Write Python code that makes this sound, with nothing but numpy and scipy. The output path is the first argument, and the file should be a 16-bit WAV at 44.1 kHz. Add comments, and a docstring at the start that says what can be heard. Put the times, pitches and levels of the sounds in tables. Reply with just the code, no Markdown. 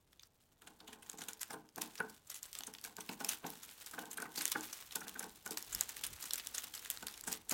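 """Scissors cutting tissue paper

Thin paper lies on a board in a small furnished room, heard from close by. Its creases snap as
short, bright cracks over a fine rustle. The blades knock and drag on the board, which rings with
low wooden tones. The table rumbles under the hands, and the room hisses quietly."""
import sys
import numpy as np
from scipy import signal
from scipy.fft import rfft, irfft
from scipy.io import wavfile
from scipy.ndimage import uniform_filter1d

SR = 44100
rng = np.random.default_rng(int(sys.argv[2]) if len(sys.argv) > 2 else 0)


def generate_wav(sig):
    """Save sig (samples, or channels by samples) to the path in sys.argv[1] as 16-bit PCM at SR."""
    pcm = np.round(np.clip(np.atleast_2d(sig).T, -1, 1) * 32767).astype(np.int16)
    wavfile.write(sys.argv[1], SR, pcm)


N = 332073
TIME = np.arange(N) / SR


def gain(db):
    """Turn decibels into a number to multiply by."""
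    return 10 ** (np.asarray(db) / 20)


def unit(x):
    """Scale a sound to an average power of 1."""
    return x / np.sqrt(np.mean(x ** 2))


def band(x, lo_hz, hi_hz, order=2):
    """Keep the frequencies between two limits."""
    sos = signal.butter(order, [lo_hz, min(hi_hz, .45 * SR)], "band", fs=SR, output="sos")
    return signal.sosfilt(sos, x)


def colour(x, spectrum, size=4096):
    """Shape the tone of a sound by (f/Hz, level/dB) points."""
    hz, db = np.transpose(spectrum)
    bin_hz = np.arange(size // 2 + 1) * SR / size
    cepstrum = irfft(np.interp(np.log(bin_hz + 1), np.log(hz), db) * np.log(10) / 20)
    cepstrum[1:size // 2] *= 2  # fold forward in time, so nothing rings before a hit
    cepstrum[size // 2 + 1:] = 0
    response = irfft(np.exp(rfft(cepstrum)))
    return signal.fftconvolve(x, response / np.linalg.norm(response))[:N]


def wander(per_s):
    """Glide to a new random value per_s times a second."""
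    step = int(SR / per_s)
    return uniform_filter1d(np.repeat(rng.standard_normal(N // step + 1), step), step)[:N]


def swells(base_db, times, peaks_db, rise_s, fall_s):
    """A level in dB that rises before each event and fades after it."""
    t = TIME[::64]
    after = t - np.asarray(times)[:, None]
    shapes = np.exp(-2 * np.where(after < 0, -after / rise_s, after / fall_s))
    power = np.interp(TIME, t, gain(peaks_db) ** 2 @ shapes)
    return 10 * np.log10(gain(base_db) ** 2 + power)


def facet_ring(x, pick, middle_hz=5200, width_hz=900):
    """A small stiff patch rings briefly; pick sets its pitch, up to an octave from the middle."""
    hz = middle_hz * 2 ** (0.5 * np.clip(pick, -2, 2))
    pole = np.exp(-np.pi * width_hz / SR)
    feedback = [1, -2 * pole * np.cos(2 * np.pi * hz / SR), pole ** 2]
    return signal.lfilter([1 - pole, 0, pole - 1], feedback, x)


def bursts(times, gains, lengths_ms, rise_share, grain_db, snap=0., ring_db=-60.):
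    """Grainy puffs of noise that swell and fade; one track for each column of gains."""
    size, lead = 2400, 800  # samples: in all, and before the peak
    ms = (np.arange(size) - lead) / SR * 1000
    from_peak = np.where(ms < 0, -ms / rise_share, ms / (1 - rise_share))
    tracks = np.zeros((gains.shape[1], N + size))
    for t, strength, length in zip(times, gains, np.maximum(lengths_ms, .3)):
        chance = rng.standard_normal(size)
        noise = rng.standard_normal((len(tracks), size))
        swell = 10 ** (-.4 * from_peak / length)
        swell *= 1 + snap / length * (ms >= 0) * 10 ** -np.abs(ms)  # short ones crack hardest
        bounce = np.roll(noise, int(abs(chance[1]) * 10) + 2, axis=1)  # echo off the board below
        grain = gain(grain_db * np.repeat(chance[::16], 16))
        burst = (noise + bounce) * swell * grain
        for pick in chance[2:5]:
            burst += gain(ring_db) * facet_ring(burst, pick)
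        burst *= np.linalg.norm(swell) / np.linalg.norm(burst, axis=1, keepdims=True)
        start = int(t * SR)
        tracks[:, start:start + size] += strength[:, None] * burst
    return tracks[:, lead:lead + N]


# The tone of the room's hiss: f/Hz, relative level/dB
HISS_TONE = [(15, -22), (27, -8.5), (90, -7.5), (110, -9), (229, -14), (718, -19.5), (7700, -55),
             (16500, -71)]
def room_hiss(level_db=-75.5):
    """Quiet, steady noise, strongest in the bass."""
    return gain(level_db) * colour(rng.standard_normal(N), HISS_TONE)


# The room's echo, band by band: f/Hz, time to fade by 60 dB/s, relative level/dB
ECHO_BANDS = [(187, 0.33, -1.5), (738, 0.32, -8), (2300, 0.23, -12), (5800, 0.17, -18.5)]
def room_echo(x, gap_s=.004):
    """The room returns a soft blur of sound after a short gap; the treble dies first."""
    t = np.arange(SR // 2) / SR
    tail = 0
    for hz, fade_s, db in ECHO_BANDS:
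        part = band(rng.standard_normal(len(t)), hz * 0.52, hz * 1.815) * 1000 ** (-t / fade_s)
        tail += 2 * gain(db) * np.sqrt(hz / SR) * part / np.linalg.norm(part)
    return signal.fftconvolve(x, tail * (t > gap_s))[:N]


# The hands lean on the table twice: t/s, level/dB
HAND_LEANS = [(5.76, -59.5), (6.12, -60)]
def table_rumble(start_db=-89, rise_db_per_s=2.25):
    """The table top hums at its lowest tone, louder as the hands press on it."""
    times, peaks_db = np.transpose(HAND_LEANS)
    db = swells(start_db + rise_db_per_s * TIME, times, peaks_db, rise_s=0.05, fall_s=0.052)
    return gain(db + 2 * wander(14)) * unit(band(rng.standard_normal(N), 46, 84, order=1))


# Steady handling between snaps and knocks: t/s, paper rustle level/dB, blade drag level/dB
HANDLING = [(0.0, -84.5, -103), (0.63, -81, -84), (0.84, -73.5, -56), (1.3, -76, -66.5), (1.72, -81.5, -86),
            (1.91, -63.5, -65), (2.35, -78, -76), (2.52, -72, -75), (3.12, -67.5, -85),
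            (3.84, -61.5, -71.5), (4.19, -70.5, -55), (4.53, -52.5, -86), (4.76, -60.5, -89),
            (5.18, -65, -71), (5.47, -67, -73), (5.68, -57.5, -64.5), (6.86, -61.5, -63),
            (7.53, -70.5, -65)]
def handling():
    """How strongly the hands rustle the paper and drag the blade at each moment, in dB."""
    times, rustle_db, drag_db = np.transpose(HANDLING)
    return np.interp(TIME, times, rustle_db), np.interp(TIME, times, drag_db)


# The board's tones, damped by hands and paper: f/Hz, relative level/dB, time to fade by 60 dB/s
BOARD_TONES = [(193.7, -5, 0.055), (321, -4, 0.028), (441, -5, 0.054), (703, -1.5, 0.016),
               (805.4, -3.5, 0.055), (895, -6, 0.061), (1055, -4, 0.03), (1162, -11.5, 0.026),
               (1401, -3, 0.018), (1472, 2.5, 0.027), (1588, 4, 0.009), (1880, -10, 0.024),
               (2360, 1, 0.0037)]
def board_ring(low_push, high_push, split_hz=1150):
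    """Pushed wood rings at its own tones; those below and above the split each get their own push."""
    lower = [tone for tone in BOARD_TONES if tone[0] < split_hz]
    upper = [tone for tone in BOARD_TONES if tone[0] >= split_hz]
    wood = 0
    for push, tones in ((low_push, lower), (high_push, upper)):
        for k, (hz, db, fade_s) in enumerate(tones):
            pole = np.exp(2j * np.pi * hz / SR - np.log(1000) / (fade_s * SR))
            wood += (-1) ** k * gain(db) * signal.lfilter([1], [1, -pole], push).imag
    return band(wood, 136, 2700)  # the board is too small to give off deep bass


# The blades knock on the board: t/s, relative level/dB, share for the upper tones/dB
BLADE_KNOCKS = [(0.623, -56, 0), (0.6755, -55.5, 0), (0.81, -56, -5), (0.887, -51, -3), (1.1375, -52, -15),
                (1.1891, -52, -14), (1.2164, -45, -2), (1.2859, -47.5, -1), (1.506, -37, -1),
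                (1.5366, -41.5, -2.5), (1.7803, -39, -5), (1.8201, -46, -22), (2.0038, -31, -0.5),
                (2.0401, -48.5, -11), (2.605, -52.5, -4.5), (2.6782, -47, -3), (2.85, -40, 0),
                (2.986, -42, -2.5), (3.0927, -38.5, -3), (3.2068, -37.5, -4), (3.2492, -41.5, -3),
                (3.444, -29, -1), (3.938, -43.5, 3.5), (3.9823, -38, -1.5), (4.0367, -44, 0),
                (4.1811, -38.5, -0.5), (4.201, -48, 13), (4.2253, -39, -2), (4.258, -40, 1.5),
                (4.3783, -39.5, -5), (4.5564, -31, -0.5), (4.9606, -41, -1), (5.0162, -48, 5),
                (5.0714, -42, -1), (5.1586, -43, -1), (5.2052, -43.5, 6), (5.231, -44, 4),
                (5.463, -41.5, -1), (5.51, -45, -12), (7.0282, -43.5, -4), (7.2774, -37.5, -2),
                (7.5206, -32, -2.5)]
def blades_on_board(steady_db, contact_ms=6.8):
    """Knocks and the stuttering drag of the lower blade make the board ring."""
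    times, db, upper_db = np.transpose(BLADE_KNOCKS)
    lower_share = np.sqrt(np.clip(1 - gain(upper_db) ** 2, .03, 1))
    gains = gain(db)[:, None] * np.transpose([lower_share, gain(upper_db)])
    low, high = bursts(times, gains, np.full(len(times), contact_ms), rise_share=0.5, grain_db=6)
    # every knock sets the blade chattering
    drag_db = swells(steady_db, times, -20.5 + 0.6 * db, rise_s=0.01, fall_s=0.045)
    stutter_db = 4 * wander(50)
    drag = gain(drag_db + stutter_db) * rng.standard_normal(N)
    return board_ring(gain(-22.5) * low + gain(-32) * drag, gain(-19.5) * high + gain(-38.5) * drag)


# The tone of tissue paper: f/Hz, relative level/dB
PAPER_TONE = [(410, -3.5), (700, -7), (1300, -5.5), (2310, -8), (3550, -5), (4800, -7), (7900, -3),
              (10700, -4), (15000, -0.5)]
def paper_tone(x):
    """Give a sound the bright tone of the thin sheet."""
    return colour(x, PAPER_TONE)


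def paper_rustle(steady_db, cracks_per_s=220, fade_ms=2.5):
    """Tiny cracks, some dull and some bright, over the hiss of paper sliding on paper."""
    times, db, _, lengths_ms = np.transpose(CREASE_SNAPS)
    stir_db = -32 + 0.77 * (db + 10 * np.log10(lengths_ms))  # each snap stirs the sheet around it
    rustle_db = swells(steady_db, times, stir_db, rise_s=0.0047, fall_s=0.031)
    fade = 10 ** (-np.arange(800) / SR * 1000 / fade_ms)
    cracks = 0
    for lo_hz, hi_hz in ((900, 5000), (2500, 10000), (5000, 19000)):
        size_db = np.minimum(3.5 * rng.exponential(size=N), 7)
        clicks = (rng.random(N) < cracks_per_s / SR) * gain(size_db)
        crackle = signal.fftconvolve(clicks, fade)[:N] * rng.standard_normal(N)
        cracks += band(crackle, lo_hz, hi_hz, order=1) / np.sqrt(hi_hz)
    flurry_db = 3.2 * wander(60)
    slide = band(rng.standard_normal(N), 920, 4670, order=1)
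    return gain(rustle_db + flurry_db) * paper_tone(gain(4) * unit(cracks) + unit(slide))


# Creases snap: t/s, relative level/dB, body (the middle pitches) against treble/dB, length/ms
CREASE_SNAPS = [(0.1306, -58, 5.5, 1.5), (0.196, -59.5, 15.5, 2.4), (0.209, -66, 8, 2.6),
                (0.2335, -60.5, 19.5, 3), (0.62, -54, 2, 2.8), (0.6735, -51, 9.5, 5.3),
                (0.8042, -58, 13, 4.7), (0.879, -52.5, 8.5, 10.6), (0.931, -50.5, 6.5, 9.3),
                (1.026, -53.5, 8, 7.7), (1.063, -58.5, 10.5, 4.4), (1.098, -34.5, -9, 0.71),
                (1.1164, -43, -6, 0.51), (1.131, -49.5, 9, 3.2), (1.175, -50, -5, 2),
                (1.186, -46.5, 4, 9.8), (1.2085, -44, 1, 3.4), (1.219, -41, 1.5, 4.7), (1.238, -44, 3, 1.8),
                (1.2861, -35.5, -3, 5.1), (1.306, -52, -6, 1.1), (1.333, -38.5, -6, 1.3),
                (1.395, -52, 4.5, 1.8), (1.414, -37, -2, 11.5), (1.4316, -33.5, 1, 0.42),
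                (1.507, -45.5, -5, 12), (1.531, -48.5, -10, 11), (1.69, -54, 8.5, 0.7),
                (1.76, -37.5, -20, 0.28), (1.78, -40.5, -14, 2), (1.817, -28, -5.5, 3.3),
                (1.9555, -45.5, 6, 2), (1.979, -45, 1.5, 8.3), (2.0028, -39.5, -0.5, 0.9),
                (2.0984, -46.5, -18, 3.6), (2.273, -51, -24, 3), (2.3014, -36.5, -11, 4.5),
                (2.3155, -45.5, 1, 12), (2.344, -39, 0, 2.4), (2.357, -46.5, -10, 30),
                (2.4298, -35, -28, 2.1), (2.44, -45, -15, 2), (2.461, -50, -6, 3), (2.53, -38, -4, 0.99),
                (2.5524, -36.5, 1, 1.8), (2.5881, -32.5, -12, 1.6), (2.6074, -40, 8.5, 0.95),
                (2.6357, -41.5, 12.5, 0.91), (2.67, -39, -17, 5.1), (2.738, -41, 0, 1.3),
                (2.75, -47, 9, 1.9), (2.7854, -42.5, -2, 1.7), (2.8137, -46, -10, 1.5),
                (2.8409, -36, -5.5, 2.5), (2.849, -36.5, -8, 2.7), (2.9673, -36, -12, 2),
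                (3.007, -39, -4, 4.5), (3.092, -43.5, 11.5, 3.8), (3.126, -48, 6, 2.8),
                (3.204, -41, -0.5, 2.3), (3.247, -26, -13, 2.6), (3.291, -26.5, -5.5, 7.8),
                (3.301, -48, -24, 3), (3.467, -39, -0.5, 4.6), (3.503, -33.5, -20, 1.4),
                (3.632, -47.5, 4, 12), (3.65, -45, -10, 2.3), (3.712, -55, -1.5, 19),
                (3.814, -54.5, -3, 10), (3.845, -60, -6, 1), (3.8625, -38, -14, 1.1), (3.9124, -40, -25, 3),
                (3.991, -40.5, -2, 3.8), (4.056, -46.5, -4, 1.9), (4.114, -39.5, -18, 5.2),
                (4.132, -40, -5, 4.1), (4.174, -36, -5, 4.2), (4.2025, -40, -24, 1.5),
                (4.2214, -38, -9, 4.8), (4.359, -34.5, -10, 3.6), (4.3783, -34, -1, 12),
                (4.4094, -34.5, 7.5, 6.6), (4.42, -32.5, -23, 4.7), (4.43, -37, -22, 2.2),
                (4.455, -22.5, 2, 0.47), (4.464, -40, -7, 4.2), (4.4794, -26.5, -25, 0.73),
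                (4.5184, -27, -4.5, 4.5), (4.609, -36.5, -17, 2.3), (4.7297, -35.5, -9, 4),
                (4.91, -44.5, 3, 1.3), (4.924, -43, 6, 2.7), (4.957, -28, -10, 3.4),
                (5.008, -43.5, -16, 6.5), (5.082, -39.5, 2, 4.6), (5.0942, -36.5, 1, 0.99),
                (5.1946, -30, -6, 1.2), (5.2283, -42, -11, 6.6), (5.242, -37.5, -20, 1.4),
                (5.462, -35.5, -21, 2.4), (5.4763, -39.5, -1.5, 2.2), (5.509, -32, -13, 3.6),
                (5.5192, -45, -15, 3.7), (5.5733, -32, 7.5, 2.9), (5.582, -39, -13, 4.6),
                (5.626, -35, -12, 0.98), (5.729, -37.5, 1, 8), (5.749, -26, -7, 2.5),
                (5.81, -20.5, -38, 0.62), (5.82, -49, -23, 2.8), (5.8918, -35.5, -6, 5.1),
                (5.968, -33.5, -1, 1.1), (5.993, -55, 17, 2.1), (6.0376, -33, -2, 3.9),
                (6.05, -36.5, 1, 3.9), (6.0664, -35, -14, 4.7), (6.134, -51.5, 7, 3.8),
                (6.203, -44.5, -10, 4.8), (6.227, -35, -12, 3.3), (6.2404, -39, -22, 0.84),
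                (6.2574, -39.5, -0.5, 8.9), (6.3083, -32.5, 3, 2.4), (6.335, -23, -13, 0.5),
                (6.357, -34.5, -3, 2.4), (6.38, -36, -2, 6.5), (6.398, -41.5, 4, 7),
                (6.4714, -28.5, -4.5, 0.79), (6.5479, -36.5, 2, 11.5), (6.582, -33.5, 1, 5.8),
                (6.622, -41, -1, 1.9), (6.74, -42, 0, 8.1), (6.7506, -38.5, 2, 7.6), (6.778, -41.5, 0, 2),
                (6.7933, -44, -4, 1.5), (6.85, -43, -1, 3.2), (6.859, -42.5, 8.5, 2.7),
                (6.902, -26.5, -3, 1.7), (6.91, -33, -12, 3), (6.9734, -42, 8, 1), (7.027, -45, 6, 3.8),
                (7.069, -30.5, -2.5, 2.3), (7.0838, -44.5, 14, 1.4), (7.1408, -45.5, 3.5, 3.8),
                (7.1767, -43, 5.5, 1.1), (7.2108, -37.5, -15, 0.11), (7.239, -45.5, 8.5, 4.7),
                (7.2764, -34.5, -5, 13), (7.319, -37, -3, 9.7), (7.3276, -25.5, -18, 1.6),
                (7.495, -32, -13, 4.1), (7.5115, -27.5, -2, 5.3)]
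def crease_snaps():
    """Each fold of the paper buckles in a flurry of tiny cracks; broad folds have more body."""
    times, db, body_db, lengths_ms = np.transpose(CREASE_SNAPS)
    gains = gain(np.transpose([db, db + body_db]))
    treble, body = bursts(times, gains, lengths_ms, rise_share=0.27, grain_db=4, snap=1.1, ring_db=-1)
    return paper_tone(gain(2.5) * band(treble, 5530, 12900) + gain(5) * band(body, 1290, 4000))


def scene():
    """Add paper, board, table and room together in one channel."""
    rustle_db, drag_db = handling()
    cutting = crease_snaps() + paper_rustle(rustle_db) + blades_on_board(drag_db)
    return (cutting + room_hiss() + room_echo(cutting) + table_rumble())[None]


def record(dry, top_hz=16300):
    """Cut away the very highest treble."""
    return signal.sosfilt(signal.ellip(8, .2, 70, top_hz, fs=SR, output="sos"), dry)


dry = scene()
out = record(dry)
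generate_wav(out)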